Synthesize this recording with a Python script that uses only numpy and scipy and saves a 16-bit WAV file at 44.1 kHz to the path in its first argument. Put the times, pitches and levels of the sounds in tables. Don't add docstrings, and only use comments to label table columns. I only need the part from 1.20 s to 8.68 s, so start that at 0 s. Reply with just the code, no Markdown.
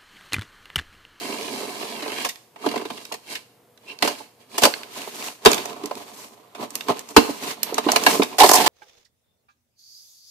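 import sys
import numpy as np
from scipy import signal
from scipy.fft import rfft, irfft
from scipy.io import wavfile
from scipy.ndimage import uniform_filter1d, map_coordinates

SR = 44100
rng = np.random.default_rng(int(sys.argv[2]) if len(sys.argv) > 2 else 0)


def master_out(mix):
    frames = np.transpose(np.atleast_2d(mix))
    ceiling = np.clip(frames, -1, 1)
    pcm = np.round(ceiling * 32767).astype(np.int16)
    wavfile.write(sys.argv[1], SR, pcm)


N = 329868
EVENT_SIZE = 8192
TIME = np.arange(N) / SR
AGE = TIME[:EVENT_SIZE]

# frequency in Hz, width in Hz, level in dB.
BOX = [(116.7, 12, -10), (164, 15, -7), (216, 25, -2.5), (248.5, 19.8, 3), (288.8, 43.6, 0),
       (419.7, 58.6, 2.5), (604.5, 65, -2), (706.5, 58.5, 0), (862, 102, -2), (1019, 139, -0.5),
       (1314, 130, -9.5)]
# frequency in Hz, width in Hz, level in dB.
FLAP_MODES = [(269, 150, -5.5), (416, 102, -2.5), (720, 115, 0.5), (866, 100, 2), (1027, 108, 0),
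              (1760, 130, -15)]
# frequency in Hz, level in dB.
PAPER = [(600, -22.5), (1400, -4.5), (2200, -2), (3200, -3), (4500, -3), (5500, -23), (8000, -33.5)]
# frequency in Hz, level in dB.
CRACK = [(600, -8), (1400, -5.5), (1750, -10.5), (2100, 7), (2800, 10), (3500, -4), (4700, 0),
         (5600, -13.5), (8000, -48)]
# frequency in Hz, level in dB.
FIBRES = [(3000, -29.5), (4500, -4.5), (5400, 0.5), (7500, -1), (10000, -4.5), (14500, -6)]
# crest in seconds, rise and fall in seconds per 10 dB,
# box level in dB, rasp level in dB, treble over rasp in dB.
CUTS = [(1.46, 0.039, 0.16, -34, -38, -0.5), (1.76, 0.12, 0.16, -46, -47.5, 4),
        (2.125, 0.043, 0.05, -41.5, -37.5, 2), (2.705, 0.05, 0.056, -45, -46.5, -2),
        (2.85, 0.021, 0.066, -28, -30, 1.5), (2.99, 0.017, 0.055, -46.5, -45.5, 2),
        (3.21, 0.023, 0.048, -56, -57.5, -1), (3.36, 0.04, 0.033, -40, -43, 2.5),
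        (3.44, 0.015, 0.031, -17.5, -20, 3)]
# crest in seconds, rise and fall in seconds per 10 dB,
# box level in dB, rasp level in dB, treble over rasp in dB.
RUBS = [(3.56, 0.039, 0.25, -44, -50, -15), (3.78, 0.05, 0.11, -40, -37, -0.5),
        (4.07, .17, 0.057, -37.5, -35, 2), (4.3, 0.04, 0.13, -27.5, -31, -1.5),
        (4.46, 0.085, 0.56, -39.5, -48, -4), (4.78, 0.085, 0.098, -46, -46.5, 1.5),
        (5.02, 0.13, 0.088, -48, -47.5, 5), (5.432, 0.034, 0.025, -27, -36, -3),
        (5.57, 0.059, 0.1, -42, -44.5, 0.5), (5.702, 0.016, 0.018, -21, -30, -6),
        (5.76, 0.044, 0.072, -41.5, -42.5, -2), (5.91, 0.039, 0.016, -41.5, -46.5, 4),
        (6.03, 0.059, 0.15, -33.5, -38.5, 4), (6.315, 0.097, 0.022, -31.5, -30, -1),
        (6.49, 0.1, 0.096, -35, -40, -8), (6.72, 0.11, 0.16, -29.5, -32, -5),
        (6.91, 0.089, 0.092, -22.5, -27, 2.5), (7.125, 0.019, 0.037, -34, -39.5, -3.5)]


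def undb(db):
    return 10 ** (np.asarray(db) / 20)


def unit(x):
    return x / np.sqrt(np.mean(x ** 2))


def burst(x, seconds):
    return unit(x) * np.sqrt(seconds * SR / x.shape[-1])


def pan(db):
    return undb(np.array([[db], [-db]]) / 2)


def add(out, s, x):
    i = int(s * SR)
    out[:, i:i + x.shape[1]] += x[:, :N - i]


def colour(x, points, size=1024):
    hz, db = np.transpose(points)
    grid_hz = np.arange(size + 1) * SR / 2 / size
    log_gain = np.log(undb(np.interp(np.log(grid_hz + 1), np.log(hz), db)))
    folded = irfft(log_gain)[:size] * np.r_[1, np.full(size - 1, 2)]
    taps = irfft(np.exp(rfft(folded, 2 * size)))[:size]
    return signal.oaconvolve(x, taps[None], axes=1)[:, :x.shape[1]]


def cut(x, hz, kind, order=2):
    sections = signal.butter(order, hz, kind, fs=SR, output="sos")
    return signal.sosfilt(sections, x + 1e-18)


def ring(x, modes):
    out = 0
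    for k, (hz, width, db) in enumerate(modes):
        mode = signal.lfilter(*signal.iirpeak(hz, hz / width, SR), x + 1e-18)
        out = out + (-1) ** k * undb(db) * mode
    return out


def walk(rate):
    k = int(SR / rate)
    stairs = np.repeat(rng.standard_normal(N // k + 1), k)
    return unit(uniform_filter1d(stairs, k)[:N])


def random_strengths(size, rate, spread_db):
    happens = rng.random(size) < rate / SR
    return happens * undb(spread_db * np.minimum(rng.exponential(size=size), 4))


def slips(size, rate, spread_db):
    strength = random_strengths(size, rate, spread_db)
    envelope = np.sqrt(np.abs(uniform_filter1d(strength ** 2, size=24)))
    return envelope * rng.standard_normal((2, size))


def drift(x, depth, rate):
    place = np.arange(N) + np.cumsum(depth * walk(rate))
    return np.array([map_coordinates(channel, [place], mode="mirror") for channel in x])


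def carton(force, modes, side=1.0, side_hz=900, pan_db=-4, low_hz=110, high_hz=1500):
    difference = side * np.array([[1], [-1]]) * cut(force[1], side_hz, "high")
    panels = ring(force[0] + difference, modes)
    return pan(pan_db) * cut(cut(panels, low_hz, "high", order=3), high_hz, "low")


def friction(gains, body, rasp, hiss, judder):
    layers = sum(gain * unit(layer) for gain, layer in zip(gains, (body, rasp, hiss)))
    return unit(judder) * layers


def strokes(table, step=32):
    curve = 1.22
    t, power = TIME[::step], 0
    for crest, rise, fall, box_db, rasp_db, treble_db in table:
        away = np.clip(np.maximum((crest - t) / rise, (t - crest) / fall), 0, 20)
        crest_db = np.array([[box_db], [rasp_db], [rasp_db + treble_db]])
        power = power + undb(crest_db - 10 * away ** curve) ** 2
    return np.array([np.interp(TIME, t, gain) for gain in np.sqrt(power)])


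def long_pull(release_db_per_s=220):
    # time in seconds, box level in dB, rasp level in dB, treble over rasp in dB.
    pull = [(0, -35.5, -38, 0.5), (.42, -35, -39, 2), (.5, -38, -42.5, 2.5), (.63, -37, -39.5, 2),
            (.79, -37.5, -40.5, 0.5), (.88, -38, -37.5, -2.5), (1.03, -35.5, -31.5, -2), (1.1, -53, -54, 7)]
    s, box_db, rasp_db, treble_db = np.transpose(pull)
    release_db = release_db_per_s * np.maximum(TIME - s[-1], 0)
    return undb([np.interp(TIME, s, db) - release_db for db in (box_db, rasp_db, rasp_db + treble_db)])


def ambience(level_db=-58.5):
    # frequency in Hz, relative spectral density in dB per Hz.
    air_colour = [(35, -34), (110, -3.5), (480, -3), (1000, -10), (1500, -16), (6000, -25.5), (14500, -22)]
    air = rng.standard_normal(N) + cut(rng.standard_normal((2, N)), 700, "high", order=1)
    return undb(level_db) * unit(colour(air, air_colour))


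def hum():
    # frequency in Hz, rms level in dB.
    tones = [(120, -73.5), (482, -69), (715, -74)]
    return sum(undb(db) * np.sqrt(2) * np.sin(2 * np.pi * (hz * TIME + rng.random())) for hz, db in tones)


def room(x, early_db=-11, early_t60=0.11, late_db=-14, low_t60=0.42, high_t60=0.58, split_hz=2500):
    # frequency in Hz, level in dB.
    wall_colour = [(40, -23), (110, -3.5), (250, 1), (700, -1), (2000, -3), (5000, -2), (14000, -0.5)]
    t = TIME[:SR]
    onset = np.clip((t - .003) / 0.0037, 0, 1)
    near, far = rng.standard_normal((2, 2, SR)) * onset
    early = near * undb(-60 * t / early_t60)
    late_low = cut(far, split_hz, "low", order=1) * undb(-60 * t / low_t60)
    late_high = cut(far, split_hz, "high", order=1) * undb(-60 * t / high_t60)
    echoes = undb(early_db) * burst(early, 1 / SR) + undb(late_db) * burst(late_low + late_high, 1 / SR)
    return signal.fftconvolve(x, colour(echoes, wall_colour), axes=1)[:, :N]


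def sleeve():
    fits = undb(1.6 * walk(45))
    drone = carton(slips(N, rate=1300, spread_db=3.0), BOX, pan_db=-4.0, low_hz=100, high_hz=1250)
    body = drift(drone, depth=.03, rate=8) * fits
    rasp = pan(-2) * colour(slips(N, rate=2300, spread_db=-0.5), PAPER)
    hiss = colour(rng.standard_normal((2, N)), FIBRES)
    return friction(strokes(RUBS), body, rasp, hiss, undb(1.9 * walk(60)))


def thud(envelope, seconds, tone_hz, sharpness=1.26):
    blow = envelope * rng.standard_normal((2, EVENT_SIZE))
    force = ring(blow, [(tone_hz, tone_hz / sharpness, 0)])
    return burst(carton(force, BOX, pan_db=-5.5, low_hz=99), seconds)


def bumps(scuff=0.68, struck=0.46):
    # start in seconds, swell time in seconds, level in dB before the scuff and struck shares,
    # box tone in Hz.
    soft_contacts = [(1.438, 0.0071, -22, 890), (1.912, 0.0051, -25, 910), (3.001, 0.0058, -30.5, 880),
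                     (3.472, .002, -5.5, 577), (3.755, 0.019, -32.5, 596), (3.871, .0048, -22.5, 690),
                     (4.635, 0.0073, -17.5, 320), (5.42, .012, -24, 330), (6.086, 0.0087, -15.5, 303),
                     (6.523, 0.0045, -16, 436), (6.664, 0.0044, -6, 327), (6.732, 0.003, -11.5, 730),
                     (6.996, .0033, 0, 340)]
    out = np.zeros((2, N))
    for s, swell, box_db, tone_hz in soft_contacts:
        envelope = (AGE / swell) ** 2 * np.exp(-2.8 * AGE / swell)
        tone = cut(envelope * np.sin(2 * np.pi * tone_hz * AGE), tone_hz / 2, "high")
        swing = pan(-3.5) * burst(tone, swell)
        clean = min(1, (2 / (swell * tone_hz)) ** 2)
        rubbed = scuff * (1 - 0.55 * clean) * thud(envelope, swell, tone_hz, sharpness=1.0)
        add(out, s, undb(box_db) * (struck * clean * swing + rubbed))
    return out


def crinkles(rate=70, spread_db=3.0, decay=0.0016, level_db=-9.0, treble_db=-7, box_db=-8):
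    drum, pressure, _ = strokes([*CUTS, *RUBS]) + long_pull()
    strength = random_strengths(N, rate, spread_db)
    energy = signal.lfilter([1], [1, -np.exp(-2 / (decay * SR))], strength ** 2 + 1e-18)
    flicks = np.sqrt(energy) * rng.standard_normal((2, N))
    crackle = pan(-2) * (unit(colour(flicks, CRACK)) + undb(treble_db) * unit(colour(flicks, FIBRES)))
    return undb(level_db) * pressure * crackle + undb(box_db) * drum * unit(carton(flicks, BOX))


def crack(envelope, seconds, treble_db, rate, pan_db, own_db=-1, own_width_hz=130,
          low_hz=1500, high_hz=4600, count=4):
    fibres = envelope * slips(EVENT_SIZE, rate, spread_db=1)
    own_hz = low_hz * (high_hz / low_hz) ** ((np.arange(count) + rng.random(count)) / count)
    own = ring(fibres, [(hz, own_width_hz, 0) for hz in own_hz])
    piece = unit(colour(fibres, CRACK)) + undb(own_db) * unit(own)
    treble = burst(colour(fibres, FIBRES), seconds)
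    return pan(pan_db) * (burst(piece, seconds) + undb(treble_db) * treble)


def ticks(decay=0.0028, seconds=0.0019, flick=0.6, flick_decay=0.0006, film_q=7):
    # start in seconds, crack level in dB, treble over crack in dB, ring of the film in Hz.
    buckles = [(1.157, -39, -2.5, 4500), (1.488, -24.5, -9, 4200), (1.852, -34, -.5, 5500),
               (2.575, -46.5, -7, 4000), (2.788, -34.5, -5, 4000), (3.538, -18.5, -18, 2740),
               (3.632, -28.5, -10.5, 4000), (4.316, -22, 7, 7030), (4.331, -15.5, 0, 3750),
               (4.344, -24.5, 6, 6690), (4.456, -31.5, 3, 5700), (4.658, -34, 8.5, 5700),
               (4.753, -36.5, 2, 4200), (5.505, -49, 16, 6300), (5.554, -26, 8, 12500),
               (5.608, -24, -9, 2400), (5.792, -34.5, 6.5, 7100), (5.889, -42.5, 6.5, 6500),
               (6.431, -20, 7, 12500), (6.543, -28, 8, 5600), (6.718, -20.5, 11, 6800),
               (6.837, -22, 3, 6500), (7.032, -23.5, 5, 5800)]
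    out = np.zeros((2, N))
    for s, crack_db, treble_db, film_hz in buckles:
        push = AGE / flick_decay * np.exp(-AGE / flick_decay) * rng.standard_normal((2, EVENT_SIZE))
        film = ring(push, [(film_hz, film_hz / film_q, 0)])
        fade = np.exp(-AGE / decay) * np.tanh(AGE / flick_decay)
        crinkle = crack(fade, seconds, treble_db, rate=10200, pan_db=-5.0)
        sharp = flick * undb(treble_db) * pan(-8.5) * burst(film, seconds)
        add(out, s, undb(crack_db) * (crinkle + sharp))
    return out


def snap(decay, box_db, tone_hz, crack_db, treble_db, rise=0.24, box_rise=0.069, box_hold=0.72,
         board_db=-7, board_hz=950):
    age = AGE / decay
    fade = np.exp(-age) * np.tanh(age / rise)
    fibres = crack(fade, decay, treble_db, rate=11400, pan_db=-3.0)
    panels = thud(np.exp(-age / box_hold) * np.tanh(age / box_rise), decay, tone_hz)
    board = ring(fade * rng.standard_normal((2, EVENT_SIZE)), [(board_hz, 350, 0)])
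    clack = burst(cut(board, 2100, "low"), decay)
    return undb(crack_db) * fibres + undb(box_db) * (panels + undb(board_db) * clack)


def small_cracks(table, decay, tone_hz, treble_db, rise):
    out = np.zeros((2, N))
    for s, box_db, crack_db in table:
        add(out, s, snap(decay, box_db, tone_hz, crack_db, treble_db, rise=rise, box_rise=rise / 2))
    return out


def creaks():
    # start in seconds, box level in dB, crack level in dB.
    fold_cracks = [(4.379, -32, -24.5), (4.453, -26.5, -38), (4.496, -41, -36), (4.529, -36, -40),
                   (4.562, -32, -47), (4.636, -39, -35.5), (5.684, -24, -26)]
    return small_cracks(fold_cracks, decay=0.0038, tone_hz=795, treble_db=-5, rise=.25)


def twang(start_s=6.864, decay_s=0.0071, level_db=-7.5):
    # frequency in Hz, width in Hz, level in dB.
    crease_modes = [(1666, 40, 2), (2225, 49, -2), (2746, 59, -3), (4050, 120, -13)]
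    force = np.exp(-AGE / decay_s) * rng.standard_normal((2, EVENT_SIZE))
    out = np.zeros((2, N))
    add(out, start_s, undb(level_db) * pan(-2.2) * burst(ring(force, crease_modes), decay_s))
    return out


def puff(decay, top_hz=80):
    air = np.exp(-AGE / decay) * rng.standard_normal(EVENT_SIZE)
    return pan(0) * burst(cut(air, top_hz, "low"), decay)


def pops(decay=0.009, tone_hz=367, treble_db=-6.5):
    # start in seconds, box level in dB, crack level in dB, puff of air in dB.
    releases = [(4.258, -.5, -4, -26), (5.964, 1, -4, -15)]
    out = np.zeros((2, N))
    for s, box_db, crack_db, air_db in releases:
        tear = snap(decay, box_db, tone_hz, crack_db, treble_db, rise=0.12, board_db=-2.5)
        add(out, s, tear + undb(air_db) * puff(decay))
    return out


def snaps():
    # start in seconds, decay in seconds, box level in dB, crack level in dB,
    # treble over crack in dB, clack of the board in Hz.
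    breaks = [(1.046, 0.013, -25, -25.5, -0.5, 1040), (1.088, .0098, -60, -29.5, 2, 950),
              (1.359, 0.0062, -40, -46.5, -11, 700), (1.921, .007, -32.5, -30, -1.5, 910),
              (1.939, .0082, -35, -35, 1, 900), (2.823, 0.0074, -15, -14.5, -6.5, 930),
              (2.845, 0.012, -23.5, -31, -1, 450), (2.874, 0.0094, -22.5, -23.5, -1, 660),
              (3.379, 0.0093, -23, -23, 4, 657), (3.419, .008, -21.5, -24, 1, 800),
              (3.434, 0.0069, -11, -10.5, -1.5, 450), (3.451, 0.0062, -9, -12.5, 2, 1070),
              (4.25, 0.0057, -16, -20.5, 3.5, 960), (4.711, .0037, -21, -35, -7, 596),
              (5.348, 0.011, -38.5, -41, -4.5, 950), (6.58, 0.0056, -14.5, -20.5, -2.5, 945),
              (6.685, 0.0097, -17, -20, -20, 1000), (6.759, 0.0064, -13, -12, -3, 770),
              (6.863, .0077, -8.5, -13.5, -3.5, 684), (7.018, 0.011, -18.5, -19, -17, 1000)]
    out = np.zeros((2, N))
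    for s, decay, box_db, crack_db, treble_db, clack_hz in breaks:
        add(out, s, snap(decay, box_db, 700, crack_db, treble_db, board_db=-4, board_hz=clack_hz))
    return out


def flap():
    # crest in seconds, rise and fall in seconds per 10 dB,
    # flap level in dB, rasp level in dB, treble over rasp in dB.
    slides = [(7.27, 0.043, 0.24, -26, -24.5, 5), (7.378, 0.034, 0.12, -20, -23, -11)]
    grain = slips(N, rate=6000, spread_db=1.2)
    panel_force = slips(N, rate=1800, spread_db=-0.5)
    body = carton(panel_force, FLAP_MODES, side=0.19, pan_db=-6.5, high_hz=880)
    rasp = pan(-1.3) * colour(grain, PAPER)
    hiss = pan(-4.0) * colour(grain, FIBRES)
    return friction(strokes(slides), body, rasp, hiss, undb(1.3 * walk(200)))


def crunches(rise=0.00069, squareness=5, low_hz=380, pan_db=-3.5):
    # start in seconds, length in seconds, flap level in dB, rasp level in dB,
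    # treble over rasp in dB.
    jerks = [(7.183, 0.022, -17.5, -20.5, 2.5), (7.201, 0.011, -5, -11, -3), (7.213, 0.014, -7, -14.5, -2),
             (7.232, 0.021, -6, -14.5, -1.5), (7.26, 0.0074, -14, -20, -2), (7.29, 0.0077, -12, -17.5, 6),
             (7.313, 0.0075, -9, -20.5, 10), (7.333, .015, -13.5, -23, 13), (7.352, 0.015, -15, -23, 10.5),
             (7.46, 0.03, -14, -19, -1.5)]
    out = np.zeros((2, N))
    for s, length, flap_db, rasp_db, treble_db in jerks:
        grain = slips(EVENT_SIZE, rate=6000, spread_db=1.2)
        force = np.tanh(AGE / rise) * np.exp(-(AGE / length) ** squareness) * grain
        panel = burst(carton(force, FLAP_MODES, side=.3, low_hz=low_hz), length)
        edge = burst(colour(force, PAPER), length) + undb(treble_db) * burst(colour(force, FIBRES), length)
        add(out, s, undb(flap_db) * panel + undb(rasp_db) * pan(pan_db) * edge)
    return out


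def squeak(centre_s=2.703, swell_s=0.016, level_db=-35):
    # frequency in Hz, width in Hz, level in dB.
    squeak_modes = [(2420, 200, -3), (2740, 100, 4), (3090, 180, -6), (4130, 220, -8), (5450, 250, -15)]
    swell = np.exp(-((TIME - centre_s) / swell_s) ** 2 / 2)
    tone = unit(ring(slips(N, rate=2500, spread_db=2.0), squeak_modes))
    return undb(level_db) * swell * pan(-2) * tone


def flute_catches():
    # start in seconds, box level in dB, crack level in dB.
    caught_flutes = [(.428, -30.5, -42), (.625, -29, -33), (.722, -42, -38), (.822, -29, -31.5),
                     (.856, -28, -42), (.877, -28, -33), (1.46, -14, -27), (1.512, -27, -31.5),
                     (1.537, -25, -39), (1.557, -19.5, -28.5), (1.575, -37, -30.5), (1.596, -28, -44),
                     (1.613, -28.5, -38), (1.651, -26.5, -33.5), (1.701, -27.5, -32), (1.774, -39, -36.5),
                     (2.151, -45, -26.5), (2.163, -50, -37)]
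    return small_cracks(caught_flutes, decay=0.0064, tone_hz=393, treble_db=-7.5, rise=0.71)


def knife(rim_s=0.36, rim_width_s=0.23, soft_hz=520):
    # frequency in Hz, width in Hz, level in dB.
    tape_modes = [(1577, 150, 0.5), (2274, 210, 3), (2745, 66, 6.5), (3185, 170, 2.5)]
    # frequency in Hz, level in dB.
    edge_colour = [(2500, -34.5), (3900, 5), (4600, 3.5), (5600, -1.5), (9500, -3.5), (14500, -10)]
    tears = slips(N, rate=1600, spread_db=3)
    catches = slips(N, rate=3000, spread_db=1.4)
    rim = (1 + np.tanh((TIME - rim_s) / rim_width_s)) / 2
    slack_force = unit(cut(catches, soft_hz, "low", order=1))
    rim_force = unit(cut(catches, 2 * soft_hz, "low", order=1))
    force = (1 - rim) * slack_force + rim * rim_force
    body = drift(carton(force, BOX, pan_db=-5.0, low_hz=146, high_hz=2200), depth=.025, rate=10)
    rasp = pan(-2.3) * drift(cut(ring(tears, tape_modes), 6600, "low"), depth=.03, rate=10)
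    hiss = pan(-3) * colour(slips(N, rate=4000, spread_db=-1.0), edge_colour)
    return friction(long_pull() + strokes(CUTS), body, rasp, hiss, undb(0.93 * walk(80)))


def scene():
    cutting = knife() + flute_catches() + squeak()
    opening = flap() + crunches() + creaks() + twang() + pops()
    work = cutting + opening + sleeve() + snaps() + bumps() + ticks() + crinkles()
    return work + room(work) + ambience() + hum()


def record(dry, top_hz=14550):
    clipped = np.clip(dry, -1, 1)
    low_pass = signal.ellip(8, .05, 50, top_hz, fs=SR, output="sos")
    return signal.sosfiltfilt(low_pass, clipped)


dry = scene()
out = record(dry)
master_out(out)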